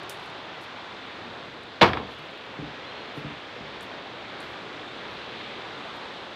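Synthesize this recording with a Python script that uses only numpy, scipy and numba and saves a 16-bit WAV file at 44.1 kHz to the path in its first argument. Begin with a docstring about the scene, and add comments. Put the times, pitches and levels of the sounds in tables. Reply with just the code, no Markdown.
"""A river rushes some way off through the trees, heard from a wooden porch: shaped noise mixed with ringing bubbles.
Dry ticks and small scuffs come first; then a light door slams and bounces, each blow ringing decaying modes and a
noisy rattle, and the gain dips a little after loud sound. Shoes then thud on the boards, which ring in low modes,
and scuff on grit, a crackle of filtered noise; a far bird chirps in gliding whistles, and a few ticks still follow."""
import sys
import numpy as np
from scipy import signal
from scipy.fft import rfft, irfft
from scipy.io import wavfile
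from scipy.ndimage import uniform_filter1d
from numba import njit

SR = 44100
rng = np.random.default_rng(int(sys.argv[2]) if len(sys.argv) > 2 else 0)


def store_wav(level_fs):
    """Save 16-bit WAV to argv[1]."""
    pcm = np.round(np.clip(np.atleast_2d(level_fs), -1, 1) * 32767)
    wavfile.write(sys.argv[1], SR, pcm.T.astype(np.int16))


def volts_from_decibels(level):
    """Turn decibel levels (scalar or array-like) into linear amplitude factors."""
    exponent = np.asarray(level, float) / 20
    return 10 ** exponent


N = 280035  # length in samples
T = np.arange(N) / SR  # time [s]


def unit(x):
    """Scale to rms 1."""
    return x / np.sqrt(np.mean(x ** 2))


def band(x, hz, width):
    """Band-pass around hz, width in octaves, kept below the top of the range."""
    edges = hz * 2 ** (np.array([-.5, .5]) * width)
    edges = np.minimum(edges, [SR * .44, SR * .48])
    return signal.sosfilt(signal.butter(2, edges, "bandpass", fs=SR, output="sos"), x)


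def colour(x, points):
    """Shape a long signal to a spectrum of (frequency [Hz], level [dB]) points."""
    hz, db = np.transpose(points)
    f = np.maximum(np.fft.rfftfreq(len(x), 1 / SR), 1)
    gain = volts_from_decibels(np.interp(np.log(f), np.log(hz), db))
    return irfft(rfft(x) * gain, len(x))


def walk(rate):
    """Smooth random wander with about rate turns a second, rms 1."""
    k = int(SR / rate)
    held = np.repeat(rng.standard_normal(N // k + 1), k)
    smooth = uniform_filter1d(uniform_filter1d(held, k), k)
    return unit(smooth[:N])


def ring(modes):
    """Impulse response of decaying modes; neighbours swing opposite ways, and low ones build up more slowly."""
    t = T[:SR // 2]
    response = 0
    for k, (hz, db, t60) in enumerate(modes):
        decay = 1000. ** (-t / t60)
        build = 1 - np.exp(-t * hz / 0.56)
        response = response + (-1) ** k * volts_from_decibels(db) * np.sin(2 * np.pi * hz * t) * decay * build
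    return response


def pushes(rows):
    """A half-sine force for each contact; at equal impulse, longer contacts sound duller."""
    force = np.zeros(N)
    for s, db, ms in rows:
        phase = (T - s) / (ms / 1000)
        push = np.where((phase > 0) & (phase < 1), np.sin(np.pi * phase), 0)
        force += volts_from_decibels(db) * push / push.sum()
    return force


@njit
def bubble(start, hz, cycles, size, glide, n):
    """Each bubble rings a few cycles while its pitch rises."""
    out = np.zeros(n)
    for k in range(len(start)):
        w = 2 * np.pi * hz[k] / SR
        length = int(6 * cycles * SR / hz[k])
        for i in range(min(length, n - start[k])):
            turn = i * hz[k] / SR / cycles  # time in decay constants
            out[start[k] + i] += size[k] * np.exp(-turn) * np.sin(w * i * (1 + glide * turn))
    return out


def river():
    """Countless bubbles blurred by the trees into a rush; half-octave bands swell together and flicker alone."""
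    # loudness and brightness as the listener walks out and turns:
    # (time [s], level [dB], brightness [dB per octave])
    path = [(0, -41, 0.3), (.8, -40.3, .35), (1.3, -39.5, -0.8), (2.1, -40.5, .6), (2.5, -40, -0.2),
            (3.1, -38.7, 0.2), (4.2, -39, 0.1), (4.6, -38.3, 0), (6.35, -38.3, 0.25)]
    # spectrum of the rush: (frequency [Hz], relative density [dB per Hz])
    rush_colour = [(20, -17), (60, -12.5), (114, -4), (150, -6.5), (200, -4), (400, -2), (800, -2.5),
                   (2000, -6.5), (2900, -9.5), (3550, -7.5), (4000, -11), (4400, -15.5), (5200, -23),
                   (7700, -36), (10000, -47), (13600, -59)]
    bubbles_per_s = 2500
    start, pitch, strength = rng.random((int(bubbles_per_s * N / SR), 3)).T
    hz = 250 * 2 ** (4.3 * pitch)
    near = bubble((start * N).astype(np.int64), hz, 4.3, hz * volts_from_decibels(6.7 * strength), 0.0606, N)
    # the blurred mass is noise, with the separate bubbles 11.5 dB below it
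    rush = colour(rng.standard_normal(N) + volts_from_decibels(-11.5) * unit(near), rush_colour)
    spectrum = rfft(unit(rush))
    octave = np.log2(np.maximum(np.fft.rfftfreq(N, 1 / SR), 1) / 1000)  # octaves from 1 kHz

    s, level_db, tilt_db = np.transpose(path)
    tilt = np.interp(T, s, tilt_db)
    surge_db = 0.68 * walk(3.27)
    out = 0
    for centre in np.arange(-6, 4.5, .5):
        share = np.clip(1 - 2 * np.abs(octave - centre), 0, 1)  # overlapping triangles
        flicker_db = 0.71 * walk(1.6) + 0.58 * walk(9)
        db = np.clip(centre, -2, 2) * tilt + surge_db + flicker_db
        out = out + volts_from_decibels(db) * irfft(spectrum * share, N)
    return volts_from_decibels(np.interp(T, s, level_db)) * out


def bird():
    """Thin gliding whistles, wavering after their way through the leaves."""
    # chirps: (start [s], end [s], start pitch [Hz], end pitch [Hz], level before the waver [dB])
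    chirps = [(2.07, 2.15, 4400, 4200, -56), (2.18, 2.217, 4300, 4350, -56),
              (2.838, 2.862, 3150, 3500, -43), (2.858, 2.925, 3980, 4210, -47.5),
              (2.893, 2.94, 3200, 3300, -47), (2.93, 3.035, 4190, 4190, -51),
              (2.97, 2.995, 3350, 3300, -51), (3.07, 3.10, 4200, 4160, -57), (4.68, 4.82, 6000, 5950, -71),
              (4.87, 4.946, 3680, 3560, -47)]
    out = np.zeros(N)
    waver = volts_from_decibels(2.0 * walk(40))
    for t0, t1, hz0, hz1, db in chirps:
        part = np.clip((T - t0) / (t1 - t0), 0, 1)
        hz = hz0 + (hz1 - hz0) * part ** 0.71 + 35 * walk(70)
        whistle = np.sin(2 * np.pi * np.cumsum(hz) / SR)
        shape = np.sqrt(np.sin(np.pi * part) + 1e-9) * (part > 0) * (part < 1)
        out += volts_from_decibels(db) * shape * whistle
    return out * waver


def ticks():
    """Short snaps of decaying noise, each with its own pitch; strong ones spread over a wider band."""
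    # dry ticks: (time [s], peak level [dB], centre [Hz])
    snaps = [(.0328, -51, 8800), (.0955, -25, 4800), (.1715, -54, 8500), (.1984, -50, 8500),
             (.2594, -53, 8500), (.267, -57, 8500), (.2997, -53, 8000), (1.6342, -50, 8500),
             (3.8087, -42, 7300), (3.8302, -45, 10000), (4.4045, -39.5, 8000), (5.9678, -54, 10000)]
    out = np.zeros(N)
    t = T[:SR // 50]
    for s, db, hz in snaps:
        width = .82 + .19 * max(db + 40, 0)  # octaves, widening with each dB above -40
        noise = rng.standard_normal(len(t)) * np.exp(-t / 0.0014)
        snap = band(band(noise, hz, width), hz, width)
        i = int(s * SR)
        out[i:i + len(t)] += volts_from_decibels(db) * snap / np.abs(snap).max()
    return out


def thuds():
    """Each landing and the rolling sole push unevenly on the boards, which ring in their modes."""
    # weight landing on the boards: (time [s], blow level [dB], contact time [ms])
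    landings = [(2.185, -48, 2.5), (2.585, -41, 1.1), (2.622, -40.5, 1.05), (3.171, -41, 0.4),
                (3.242, -41, .9), (3.299, -46, 0.9), (3.602, -45.5, 1.3), (4.43, -43.5, 7.9)]
    # porch boards: (frequency [Hz], level [dB], time to fall 60 dB [s])
    board_modes = [(67.4, -3.5, 0.21), (112, -7, 0.22), (150.2, 5.5, 0.19), (215, 3.5, 0.079),
                   (292, 5.5, 0.15), (423, .6, .1), (520, -15, 0.065), (1050, -9.5, .06)]
    force = np.zeros(N)
    t = T[:SR // 4]
    for s, db, ms in landings:
        roll_s = .034 + 6.5 * ms / 1000  # the sole rolls on longer after a soft landing
        shuffle = rng.standard_normal(len(t)) * np.exp(-t / roll_s)
        shuffle = 1.05 * shuffle / np.linalg.norm(shuffle)
        shuffle[0] += 1  # the landing itself
        force += signal.fftconvolve(pushes([(s, db, ms)]), shuffle)[:N]
    return signal.fftconvolve(force, ring(board_modes))[:N]


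def scuffs():
    """Grit crackles as uneven band-passed noise under soles and settling things, lower under heavier contact."""
    # soles on grit and things settling: (time of peak [s], level [dB], rise [s], fall [s])
    scrapes = [(.098, -45, 0.0033, 0.025), (.235, -70, .03, .03), (.617, -63, .008, .02),
               (.642, -68, .012, .01), (1.995, -76, .004, .005), (2.075, -75, .003, .008),
               (2.12, -68, .02, 0.035), (2.188, -64, 0.0027, .008), (2.225, -74, .003, .006),
               (2.257, -72, .003, .008), (2.31, -73, .003, .008), (2.378, -71, .003, .012),
               (2.452, -77, .003, 0.012), (3.18, -65, .03, 0.027), (3.825, -60, .012, .02),
               (4.41, -63, .005, .04), (4.52, -78, .03, .04), (5.13, -73.5, .03, .03),
               (5.965, -73, .02, .015)]
    out = np.zeros(N)
    grain_db = 2.0 * np.minimum(rng.exponential(size=N), 6)
    grit = rng.standard_normal(N) * volts_from_decibels(grain_db)
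    for s, db, rise, fall in scrapes:
        hz = 7800 * 2 ** (-.012 * (db + 65))  # 7800 Hz at -65 dB
        shape = np.exp(-np.where(T < s, ((s - T) / rise) ** 2, (T - s) / fall))
        out += volts_from_decibels(db) * shape * unit(band(grit, hz, 1.5))
    return out


def steps():
    """Shoes thud on the boards and scuff on grit."""
    return thuds() + scuffs()


def rattle(crack_db):
    """One shake of many modes at once: noise bands, each with its own decay, led by a dry crack."""
    # frame and panels, modes too dense to tell apart: (frequency [Hz], level [dB], time to fall 60 dB [s])
    dense_modes = [(102, -20, 0.53), (160, -21, 0.48), (260, -10.5, 0.23), (600, -9.5, 0.25),
                   (1100, -7.5, 0.24), (2350, -9, 0.17), (3620, -6.5, 0.24), (5600, -24, 0.17),
                   (8000, -19.5, .12), (13000, -18.5, 0.29)]
    hz, db, t60 = np.transpose(dense_modes)
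    t = T[:SR // 3]
    out = 0
    for centre in 88 * 2 ** np.arange(0, 7.6, .5):
        gain_db = np.interp(np.log(centre), np.log(hz), db)
        decay_s = np.interp(np.log(centre), np.log(hz), t60)
        noise = unit(band(rng.standard_normal(len(t)), centre, 0.68))
        build = 1 - np.exp(-t * centre / 0.84)
        out = out + volts_from_decibels(gain_db) * noise * build * 1000. ** (-t / decay_s)
    return out * (1 + volts_from_decibels(crack_db) * np.exp(-t / 0.0038))


def slam_blows():
    """The door's edge lands along the frame in a quick, slowing run, hardest early, with ever less crack."""
    k = np.arange(7)
    late = .2 * rng.uniform(-1, 1, len(k)) * (k > 0)  # scatter, none on the first contact
    off = (k - 1.8) ** 2  # squared distance from the hardest contact
    s = 1.8117 + .0038 * (k + late) ** 1.25
    db = -13.3 - 1.05 * off
    ms = .14 + .018 * off  # weaker contacts are softer
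    crack_db = 6.1 - 1.3 * k
    return np.transpose([s, db, ms, crack_db])


def bounce_blows():
    """The door bounces back; harder, shorter contacts crack more."""
    # bounces: (time [s], blow level [dB], contact time [ms])
    bounces = [(1.859, -24, 0.89), (1.887, -33, .24), (1.908, -33, .5), (1.9325, -29.5, 0.21),
               (1.950, -28, 0.55), (1.970, -31, 0.25), (1.998, -32, 0.64), (2.014, -35, .8),
               (2.028, -36, 1.01), (2.088, -37.5, 0.5)]
    s, db, ms = np.transpose(bounces)
    crack_db = 1.1 - 5.2 * np.log2(ms)  # 1.1 dB at 1 ms, 5.2 dB more for each halving
    return np.transpose([s, db, ms, crack_db])


def door():
    """Every blow rings the leaf's modes and shakes frame and panels in a new way."""
    # door leaf: (frequency [Hz], level [dB], time to fall 60 dB [s])
    leaf_modes = [(69, -20, 0.59), (122.2, -14.5, .4), (189.8, -16, 0.34), (244, -7.5, 0.15),
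                  (328, -20, 0.17), (481, -3, 0.12), (743, -14, 0.37), (800, -14, 0.07), (950, -6, .08),
                  (1063, -16.5, 0.36), (1223, -9, 0.054), (1690, -16, 0.087), (1900, -16.5, .1),
                  (2204, -9, 0.11), (2950, -17, .1), (3510, -0.5, 0.055), (3860, -7.5, 0.11)]
    blows = np.vstack([slam_blows(), bounce_blows()])
    out = signal.fftconvolve(pushes(blows[:, :3]), ring(leaf_modes))[:N]
    for *push, crack_db in blows:
        out += signal.fftconvolve(pushes([push]), rattle(crack_db))[:N]
    return out


def scene():
    """All sources at one microphone."""
    return (river() + bird() + ticks() + steps() + door())[None]


@njit
def follow(x, release):
    """Peak follower: jumps up at once, sinks slowly."""
    envelope, held = np.empty(len(x)), 0.
    for i in range(len(x)):
        held = max(abs(x[i]), held * release)
        envelope[i] = held
    return envelope


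def gain_control(x):
    """Turns down a little above -13 dB peak and recovers slowly."""
    loud = follow(x[0], np.exp(-1 / (.35 * SR)))  # release 0.35 s
    gain = np.maximum(loud / volts_from_decibels(-13), 1) ** -.12
    return x * uniform_filter1d(gain, size=220)  # smoothed over 5 ms


def top_cut(x):
    """Nothing passes above the cut-off."""
    return signal.sosfilt(signal.butter(12, 16490, fs=SR, output="sos"), x)


def record(dry):
    """The microphone drops the deepest bass, rides its gain, hisses, and loses the very top."""
    heard = signal.sosfilt(signal.butter(2, 45, "highpass", fs=SR, output="sos"), dry)
    heard = gain_control(heard)
    heard = heard + volts_from_decibels(-80) * rng.standard_normal(N)  # hiss
    # a 13 dB step down above 15 kHz, then a steep end at 15.7 kHz
    heard = signal.sosfilt(signal.ellip(5, .2, 13, 15000, fs=SR, output="sos"), heard)
    heard = np.clip(heard, -.98, .98)
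    heard = signal.sosfilt(signal.ellip(7, .2, 40, 15700, fs=SR, output="sos"), heard)
    return top_cut(heard)


dry = scene()
out = record(dry)
store_wav(out)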